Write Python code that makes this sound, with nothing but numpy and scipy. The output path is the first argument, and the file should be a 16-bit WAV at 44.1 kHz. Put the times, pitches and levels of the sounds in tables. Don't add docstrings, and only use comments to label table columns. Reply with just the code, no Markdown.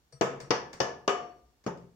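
import sys
import numpy as np
from scipy import signal
from scipy.fft import rfft, irfft, next_fast_len
from scipy.io import wavfile

SR = 44100
rng = np.random.default_rng(int(sys.argv[2]) if len(sys.argv) > 2 else 0)


def persist_wave(psi):
    counts = np.round(np.clip(psi, -1, 1) * 32767).astype(np.int16)
    wavfile.write(sys.argv[1], SR, np.atleast_2d(counts).T)


N = 85995
AGE_S = np.arange(32768) / SR
BANDS_HZ = 1000 * 2 ** (np.arange(-17, 13) / 3)

COLOUR_HZ = [160, 420, 1100, 2700, 5500, 10000]
# (frequency [Hz], likeness [0-1])
LIKENESS = [(100, 0.81), (250, 0.95), (500, .55), (1000, 0.06), (2500, 0)]

KNOCK_DB, ABOVE_EDGE_DB = -50.5, -15.5
RISE_CYCLES, REBOUND_SHARE = 1, 0.25
ROOM_ONSET_S, ROOM_PAN_DB = 0.012, 0.2
RING_DB, RING_RISE_S, RING_PAN_DB = -30, 0.0015, 5
WANDER_AT_1KHZ_HZ = 49.5
PUSH_PAN_DB = 6
SWAY_HZ, SWAY_PEAK_S = 138.2, 0.018
SCRAPE_EDGE_HZ, TOP_HZ = 9600, 15900


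def undb(db):
    return 10 ** (np.asarray(db) / 20)


def at(table, hz, axis=1):
    rows = np.array(table, float)
    return np.interp(np.log(hz), np.log(rows[:, 0]), rows[:, axis])


def likeness_at(hz):
    return np.clip(at(LIKENESS, hz), 0, 1)


def pan(db):
    return undb(np.array([[db], [-db]]) / 2)


def fade(t60_s):
    return np.exp(-np.log(1000) * AGE_S / t60_s)


def unit(x):
    return x / np.sqrt(np.mean(x ** 2, axis=1, keepdims=True))


def add(out, start_s, sound):
    i = int(start_s * SR)
    out[:, i:i + sound.shape[1]] += sound[:, :N - i]


def band_shapes(size):
    hz = np.maximum(np.fft.rfftfreq(size, 1 / SR), 1)
    bands_away = np.minimum(abs(np.log2(hz / BANDS_HZ[:, None]) * 3), 1)
    return hz, np.cos(bands_away * np.pi / 2).astype(np.float32)


def noise_bands(size, shapes):
    hz, windows = shapes
    alike = likeness_at(hz)
    mid, side = rfft(rng.standard_normal((2, size)))
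    both = mid * np.sqrt(1 + alike) + side * np.sqrt(1 - alike) * np.array([[1], [-1]])
    return irfft(both.astype(np.complex64) * windows[:, None], size)


def blows(shapes):
    # (time [s], level [dB], six colours at COLOUR_HZ [dB],
    # treble edge [Hz], tail length [factor], loose board ring against RING_DB [dB],
    # push width [ms], push [dB], crack left-right [dB], rebound delay [s])
    impacts = [(0.2106, 0.5, 1.5, 0, 1.5, -1, -5.5, -1.5, 7600, 1.13, -31, 0.49, -14.5, 8.2, 0.011),
               (.5055, 0, -1.5, 0, 3.5, 1.5, 6, -5, 6200, 1.004, -12.5, 0.56, -15.5, 7.6, 0.0082),
               (.8020, 0, -5, -2, 0.5, -2.5, 3, -1.5, 6480, 1, -6.5, 0.366, -18.5, 9, 0.012),
               (1.0772, 1.5, -10.5, -1, 0, 1, -5, -3.5, 7550, 1.055, 2, .35, -17.5, 9, 0.016),
               (1.6632, -8, 7.5, 2, 1.5, -7, -8, -3.5, 7000, 0.85, -25.5, 0.69, -19, 7.1, 0.012)]
    # (frequency [Hz], level
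    # [dB], t60 [s])
    board = [(395.5, 2, 0.3), (712, -0.5, 0.49), (733, -9, .58), (1120, -3.5, 0.4), (1193, -6, 0.53),
             (1235, 0.5, 0.34), (1720, -15, 0.38), (2945, -8, 0.37), (3000, -12, .3), (3480, -16.5, .19),
             (4440, -28, 0.62), (5680, -24.5, .62)]
    # (frequency [Hz], level [dB])
    wood = [(40, -50.5), (80, -41), (130, -8.5), (230, -7.5), (310, -5), (430, 6), (620, -3), (800, -3.5),
            (1000, -2.5), (1250, -9.5), (1550, -5), (2000, -10), (3000, -6), (4000, -19.5), (5200, -4),
            (6300, -4.5), (8000, -13), (10000, -17.5), (15000, -15)]
    out = np.zeros((2, N))
    for place, impact in enumerate(impacts):
        start_s, db, *colour_db, edge_hz, tail_length, board_db, width_ms, push_db, pan_db, rebound_s = impact
        rings = ring(pallet_modes(place)) + undb(board_db) * ring(board)
        crack = knock(wood, colour_db, edge_hz, tail_length, pan_db, rebound_s, shapes)
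        add(out, start_s, undb(db) * crack + undb(RING_DB) * rings + undb(push_db) * push(width_ms))
    return out


def knock(spectrum, colour_db, edge_hz, tail_length, pan_db, rebound_s, shapes):
    # (frequency [Hz], t60 [s])
    crack_decay = [(150, .1), (500, 0.055), (2000, 0.11), (5000, 0.044), (12000, 0.024)]
    # (frequency [Hz], factor)
    shadow = [(100, 0.29), (500, 0.2), (1000, 0.16), (2000, 0.63), (3500, 1.31), (5500, 1.55), (8000, 0.1)]
    # (frequency [Hz], level against crack [dB], t60 [s])
    room = [(58.2, -0.5, 0.45), (140, -4, 0.78), (405, -6, 0.57), (990, 1, 0.42), (2310, -1, 0.4),
            (5540, -4, 0.34), (9700, 2, 0.23), (14900, 0.5, 0.09)]
    late_s = np.maximum(AGE_S - rebound_s, 0)
    rebound = REBOUND_SHARE * (late_s > 0) * np.exp(-late_s / rebound_s * 2)
    swell = 1 - np.exp(-AGE_S / ROOM_ONSET_S)
    near_bands = noise_bands(len(AGE_S), shapes)
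    far_bands = noise_bands(len(AGE_S), shapes)
    out = 0
    for hz, near, far in zip(BANDS_HZ, near_bands, far_bands):
        rise = 1 - np.exp(-AGE_S / (RISE_CYCLES / hz + 0.0004))
        band_colour_db = np.interp(np.log(hz), np.log(COLOUR_HZ), colour_db)
        gain = undb(KNOCK_DB + at(spectrum, hz) + band_colour_db)
        crack = unit(near * rise * (fade(at(crack_decay, hz)) + rebound))
        tail = unit(far * rise * swell * fade(tail_length * at(room, hz, axis=2)))
        out += crack * gain * pan(pan_db * at(shadow, hz))
        out += tail * gain * undb(at(room, hz)) * pan(ROOM_PAN_DB)
    below = signal.sosfilt(signal.butter(11, edge_hz, "low", fs=SR, output="sos"), out)
    above = signal.sosfilt(signal.butter(11, edge_hz, "high", fs=SR, output="sos"), out)
    return below + undb(ABOVE_EDGE_DB) * above


def ring(modes):
    # (frequency [Hz], share)
    wander_depth = [(150, 0.41), (700, 0.39), (1700, .9), (3000, 0.38), (6000, 0.94)]
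    out = 0
    for hz, db, t60_s in modes:
        alike = likeness_at(hz)
        knots_s = np.arange(128) / (WANDER_AT_1KHZ_HZ * np.sqrt(hz / 1000))
        chance = rng.standard_normal((3, 128)) + 1j * rng.standard_normal((3, 128))
        mixed = np.sqrt(alike) * chance[2] + np.sqrt(1 - alike) * chance[:2]
        wander = np.array([np.interp(AGE_S, knots_s, side) for side in mixed])
        start, apart = rng.uniform(-np.pi, np.pi, 2)
        sides = np.exp(1j * (start + np.array([[0], [apart * (1 - alike) / 2]])))
        envelope = fade(t60_s)
        carrier = sides * np.exp(2j * np.pi * hz * AGE_S)
        tone = ((1 + at(wander_depth, hz) * wander) * carrier).real * envelope
        out += unit(tone) * undb(db) * np.sqrt(np.mean(envelope ** 2) / 2)
    return out * (1 - np.exp(-AGE_S / RING_RISE_S)) * pan(RING_PAN_DB)


def pallet_modes(place):
    # (frequency [Hz], t60 [s], levels for the five impacts [dB])
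    pallet = [(81.5, 0.83, -45, -29, -22.5, -61.5, -24), (137.3, 0.87, -11.5, -17, -21, -21.5, -29),
              (174.6, 0.56, -12, -18, -30.5, -37, -7), (214.8, .33, -6.5, -19.5, -21, -23, -17),
              (388.8, 0.56, -9, -27.5, -11.5, -13.5, -10), (472.7, 0.35, 4.5, 2, -0.5, -10, -15),
              (494.6, 0.42, -0.5, -10.5, -27, -13.5, -16.5), (535, 0.4, -12.5, -11.5, -6, -22, -50),
              (658.4, .37, 2, -19.5, -5.5, -41.5, -39), (888, 0.46, -25, -6, -11.5, -28, -13),
              (1028, .42, -12, -7.5, -21, -14.5, -31), (1273, 0.34, -3, -2.5, -31.5, -11, -16.5),
              (1738, .34, -21, -22.5, -5, -22, -40), (1723, 0.42, -13, -10, -9, -27, -36),
              (1957, .32, -25.5, -5, -24, -37.5, -26.5), (2480, .25, -32, -12, -33, -29.5, -29.5)]
    return [(hz, levels_db[place], t60_s) for hz, t60_s, *levels_db in pallet]


def push(width_ms):
    u = AGE_S * 1000 / width_ms - 4
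    return (u ** 2 - 1) * np.exp(-u ** 2 / 2) * pan(PUSH_PAN_DB)


def touches(shapes):
    # (time [s], steel ring [dB], scrape [dB],
    # pallet ring against RING_DB [dB], frame sway [dB], sway lag [s])
    contacts = [(.124, -59, -35.5, -33.5, -48.5, 0.0057), (.402, -58.5, -19.5, -23, -48, 0.024),
                (0.73, -63, -18.5, -37, -64.5, .01), (1.639, -79.5, -34.5, -57, -70, 0.0071),
                (1.773, -94, -35.5, -45, -74, 0.013), (1.823, -93, -47, -44, -54.5, .01)]
    # (frequency [Hz], level [dB], t60 [s])
    steel = [(4447, 0, .22), (4640, -6, .15), (4830, -2, .2), (5636, 0, .4), (5800, -4, .2), (8376, -3, .3),
             (8995, -4, .17)]
    # (frequency [Hz], level [dB])
    scrape_spectrum = [(100, -17), (300, -8.5), (500, -6.5), (1000, -9), (1900, -4.5), (3500, -15.5),
                       (5600, 0.5), (8500, -16.5), (11000, -21.5), (15000, -5)]
    out = np.zeros((2, N))
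    swell = (AGE_S / SWAY_PEAK_S * np.exp(1 - AGE_S / SWAY_PEAK_S)) ** 2
    sway = swell * np.sin(2 * np.pi * SWAY_HZ * AGE_S) * pan(RING_PAN_DB)
    scrape = knock(scrape_spectrum, np.zeros(len(COLOUR_HZ)), SCRAPE_EDGE_HZ,
                   tail_length=1.0, pan_db=2, rebound_s=0.0088, shapes=shapes)
    pallet_ring = ring(pallet_modes(0))
    for start_s, steel_db, scrape_db, pallet_db, sway_db, sway_lag_s in contacts:
        clink = undb(steel_db) * ring(steel)
        wood = undb(RING_DB + pallet_db) * pallet_ring
        add(out, start_s, clink + undb(scrape_db) * scrape + wood)
        add(out, start_s + sway_lag_s, undb(sway_db) * sway)
    return out


def background():
    # (frequency [Hz], level [dB])
    floor = [(20, -106.5), (40, -96.5), (58, -69), (85, -90), (130, -87.5), (250, -89), (500, -88.5),
             (1000, -88.5), (2500, -90.5), (6000, -86), (10000, -93.5), (15000, -89)]
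    size = next_fast_len(N)
    bands = noise_bands(size, band_shapes(size))
    return sum(undb(at(floor, hz)) * unit(band[:, :N]) for hz, band in zip(BANDS_HZ, bands))


def scene():
    shapes = band_shapes(len(AGE_S))
    return blows(shapes) + touches(shapes) + background()


def record(dry):
    return signal.sosfilt(signal.ellip(10, 0.2, 80, TOP_HZ, fs=SR, output="sos"), dry)


dry = scene()
out = record(dry)
persist_wave(out)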